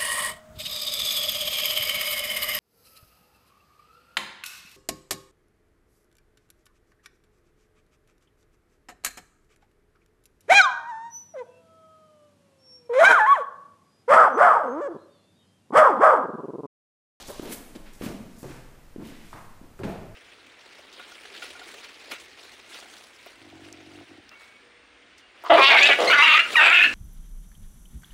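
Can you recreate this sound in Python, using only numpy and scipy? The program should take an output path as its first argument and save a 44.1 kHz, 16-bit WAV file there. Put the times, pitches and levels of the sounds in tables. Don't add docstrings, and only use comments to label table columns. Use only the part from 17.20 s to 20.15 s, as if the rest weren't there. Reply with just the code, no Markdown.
import sys
import numpy as np
from scipy import signal
from scipy.fft import rfft, irfft, next_fast_len
from scipy.io import wavfile
from scipy.ndimage import map_coordinates

SR = 44100
rng = np.random.default_rng(int(sys.argv[2]) if len(sys.argv) > 2 else 0)


def invert_db(level):
    return 10 ** (np.asarray(level, dtype=float) / 20)


def bounce(signal):
    frames = np.transpose(np.atleast_2d(signal))
    limited = np.clip(frames, -1, 1)
    pcm = np.round(limited * 32767).astype(np.int16)
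    wavfile.write(sys.argv[1], SR, pcm)


N = 130095


def unit(x):
    return x / np.sqrt(np.mean(x ** 2) + 1e-20)


def along(points, hz):
    point_hz, value = np.transpose(points)
    return np.interp(np.log(hz + 1), np.log(point_hz + 1), value)


def filtered(x, response):
    size = next_fast_len(len(x) + 8192)
    spectrum = rfft(x, size) * response(np.fft.rfftfreq(size, 1 / SR))
    return irfft(spectrum, size)[:len(x)]


def peak(hz, width):
    return lambda f: 1j * f * width / (hz * hz - f * f + 1j * f * width + 1e-9)


def add(out, start_s, x):
    part = out[max(round(start_s * SR), 0):][:len(x)]
    part += x[:len(part)]


# pitch_hz [Hz], level_db [dB per Hz]
AIR_TONE = [(25, 4), (45, -10), (80, -12), (200, -17.5), (600, -21.5), (1900, -27.5), (3500, -33.5),
            (15500, -39.5)]


def room_air():
    t = np.arange(N) / SR
    hiss = unit(filtered(rng.standard_normal(N), lambda f: invert_db(along(AIR_TONE, f)) * (f > 30)))

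    deep = lambda f: peak(15, 27)(f) / (1 + (f / 33) ** 3)
    drift = unit(filtered(rng.standard_normal(N), deep))

    echo_hz = 330
    echo = unit(filtered(rng.standard_normal(N), peak(echo_hz, 2 * echo_hz)))
    echo = echo * invert_db(-48.5 - 60 * t)
    return invert_db(-56.5) * hiss + invert_db(-50) * drift + echo


# pitch_hz [Hz], time to die by 60 dB [s]
RING_TIMES = [(60, 1.3), (200, 1.26), (500, 1.075), (1500, 0.99), (4000, 0.91), (9000, 1.1), (15000, 0.6)]
# pitch_hz [Hz], level_db [dB]
HALL_TONE = [(60, 7), (130, 1.5), (220, 0), (320, -6.2), (700, 3.5), (2500, 2.23), (6000, -0.5), (15000, 1)]


def hall(x):
    first_wall_s, build_s = 0.012, 0.004
    near_t60_s, near_db = 0.083, -9
    hz, t, noise = signal.stft(rng.standard_normal(SR), SR, nperseg=1024)
    fade_db = 60 * t / along(RING_TIMES, hz)[:, None]
    shape = invert_db(along(HALL_TONE, hz)[:, None] - fade_db)
    tail = signal.istft(noise * shape, SR, nperseg=1024)[1][:SR]

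    late_s = np.clip(np.arange(SR) / SR - first_wall_s, 0, None)
    build_up = 1 - np.exp(-late_s / build_s)
    near_walls = 1 + invert_db(near_db - 60 * late_s / near_t60_s)
    tail = tail * build_up * near_walls
    return signal.fftconvolve(x, tail / np.linalg.norm(tail))


# [Hz, centre of the hiss]
SCUFF_STROKES = [(0.001, .02, 0.12, -48.5, 3800), (0.081, 0.018, 0.036, -45.5, 6000),
                 (.16, 0.15, 0.17, -50.5, 3830), (0.284, 0.057, 0.034, -47.5, 2380),
                 (.337, 0.051, 0.034, -39, 10000), (0.335, 0.041, 0.017, -42, 2600),
                 (.38, 0.042, 0.023, -52, 6840), (.559, 0.011, 0.016, -48, 2780),
                 (0.666, .02, 0.09, -56.5, 1870), (0.736, 0.0088, 0.1, -57.5, 7000),
                 (0.849, .035, 0.12, -49.5, 4960), (0.854, 0.055, 0.032, -48, 11000),
                 (0.861, 0.071, 0.032, -44.5, 1830), (1.19, .012, 0.096, -56, 9000),
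                 (1.289, 0.041, 0.18, -53, 1480), (1.299, 0.24, 0.17, -58, 5850),
                 (1.87, 0.055, 0.18, -53.5, 2310), (1.882, 0.077, 0.066, -59.5, 8840),
                 (2.13, 0.23, 0.27, -62.5, 7140), (2.03, .06, 0.24, -59.5, 1920),
                 (0.241, 0.026, 0.05, -52.5, 12000), (.1, 0.013, 0.047, -49, 10900),
                 (2.599, 0.028, .015, -62, 6950), (2.641, 0.0079, 0.17, -56, 2430),
                 (2.701, 0.055, 0.045, -60.5, 8900)]


def scuffs():
    grains_per_s, grit_db, grain_spread_db = 1200, -7, 2
    slip_db, slips_per_s = 1, 123.4
    hall_db, close_db, walk_away_s = -4.94, 3.5, 0.66
    out = np.zeros(N)
    for peak_s, rise_s, fall_s, level_db, pitch_hz in SCUFF_STROKES:
        t = np.arange(SR // 2) / SR - min(peak_s, 0.2)
        start_s = peak_s + t[0]
        chance, size = rng.random((2, len(t)))
        grit = (chance < grains_per_s / SR) * invert_db(-grain_spread_db * np.log(size + 1e-9))
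        grit = invert_db(grit_db) * grit * np.sqrt(SR / grains_per_s)
        rub = rng.standard_normal(len(t)) * (1 + grit)

        band = peak(pitch_hz, 1.47 * pitch_hz)
        hiss = unit(filtered(rub, lambda f: band(f) ** 2))
        swell = np.exp(-2 * (t / rise_s) ** 2)
        fade = np.exp(-2 * (np.abs(t) / fall_s) ** 1.7)
        stroke = np.where(t < 0, swell, fade)
        slip = map_coordinates(rng.standard_normal(90), [(t - t[0]) * slips_per_s])
        scuff = invert_db(level_db + slip_db * slip) * stroke * hiss

        add(out, start_s, scuff)
        echo_db = hall_db - close_db * np.exp(-peak_s / walk_away_s)
        add(out, start_s, invert_db(echo_db) * hall(scuff))
    return out


# [dB, peak]
GRAIN_CRACKS = [
    (.278, -38),
    (.297, -37),
    (.3265, -23),
    (.337, -32),
    (.344, -32),
]


def snaps():
    snap_hz, snap_t60_s = 10000, 0.003
    out, t = np.zeros(N), np.arange(400) / SR
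    for start_s, level_db in GRAIN_CRACKS:
        fade = invert_db(level_db - 60 * t / snap_t60_s)
        add(out, start_s, fade * np.sin(2 * np.pi * snap_hz * t))
    return out


# [Hz, centre of the noise]
SOLE_ROLLS = [(0.081, -39.5, 0.027, 387), (.222, -41, 0.11, 330), (0.547, -41.5, 0.02, 250),
              (0.817, -36, 0.033, 242), (0.868, -38.5, 0.051, 305), (1.235, -40.5, 0.013, 510),
              (1.275, -45, 0.042, 263), (1.79, -40, 0.044, 208), (1.85, -48.5, 0.09, 240),
              (2.13, -46, 0.0083, 1250), (2.15, -50.5, 0.042, 1000), (2.125, -50.5, 0.059, 367),
              (2.585, -41, 0.055, 115), (2.416, -55.5, 0.056, 297), (2.59, -44.5, 0.03, 494),
              (2.633, -31, 0.02, 360), (2.645, -33, .03, 185), (2.634, -42.5, 0.0075, 1560),
              (2.679, -42.5, 0.083, 418)]


def rolls():
    attack_s, release_s, hall_db = 0.0038, 0.0084, -3.5
    out, t = np.zeros(N), np.arange(SR // 4) / SR
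    for start_s, level_db, hold_s, pitch_hz in SOLE_ROLLS:
        dull = lambda f: np.abs(peak(pitch_hz, 0.66 * pitch_hz)(f)) ** 1.39
        noise = unit(filtered(rng.standard_normal(len(t)), dull))
        press = 1 - np.exp(-t / attack_s)
        let_go = np.exp(-np.clip(t - hold_s, 0, None) / release_s)
        squash = invert_db(level_db) * press * let_go * noise
        add(out, start_s, squash)
        add(out, start_s, invert_db(hall_db) * hall(squash))
    return out


# start_s [s], level_db [dB, peak], pitch_hz [Hz], ring [cycles], click_db [dB over the thud]
FOOT_CONTACTS = [(.088, -34, 238, 0.88, -31), (.1, -37.5, 592.6, 11, -1.5), (0.196, -23, 330, 1.27, -19),
                 (0.266, -33, 330, 1.5, -33), (.553, -43, 448, 1.8, -5), (.812, -23, 364, 0.86, -26),
                 (0.821, -37.5, 900, 0.5, 2), (0.863, -21.5, 235, 2.04, -29), (0.951, -32, 225, 2.9, -32),
                 (1.23, -29, 264, 0.87, -16), (1.256, -35, 384, 5.4, -18), (1.248, -39, 132.5, 4.2, -35),
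                 (1.761, -27, 327, 1.32, -26), (1.782, -31, 229, 2.2, -30), (1.921, -43.5, 243, 2.4, -41),
                 (2.13, -30.5, 1035, 1.96, -15), (2.141, -41, 117, 1.6, -22), (2.414, -36, 242, 0.9, -31),
                 (2.591, -40, 1340, 3, -7), (2.596, -33.5, 381, 8.7, -16), (2.634, -25, 385, 3, -9.5),
                 (2.653, -33.5, 339, 8.6, -22), (2.64, -33, 60, 0.5, -33), (2.677, -29, 637, 4.4, -23)]


def thuds():
    click_hz, click_t60_s, hall_db = 900, 0.03, -2.5
    out, t = np.zeros(N), np.arange(SR // 10) / SR
    click_band = lambda f: peak(click_hz, 2 * click_hz)(f) ** 2
    for start_s, level_db, pitch_hz, cycles, click_db in FOOT_CONTACTS:
        age = 3 * t * pitch_hz / cycles
        swell_and_fade = np.e * age * np.exp(-age)
        body = swell_and_fade * np.sin(2 * np.pi * pitch_hz * t)
        click = unit(filtered(rng.standard_normal(len(t)), click_band))
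        click = click * invert_db(click_db - 60 * t / click_t60_s)
        hit = invert_db(level_db) * (body + click)
        add(out, start_s, hit)
        add(out, start_s, invert_db(hall_db) * hall(hit))
    return out


def scene():
    mix = room_air() + scuffs() + snaps() + rolls() + thuds()
    return mix[None]


def top_cut(x):
    return signal.sosfilt(signal.butter(12, 15660, fs=SR, output="sos"), x)


def record(dry):
    mix = filtered(dry[0], lambda f: f < 15330)[None]
    return top_cut(mix)


dry = scene()
out = record(dry)
bounce(out)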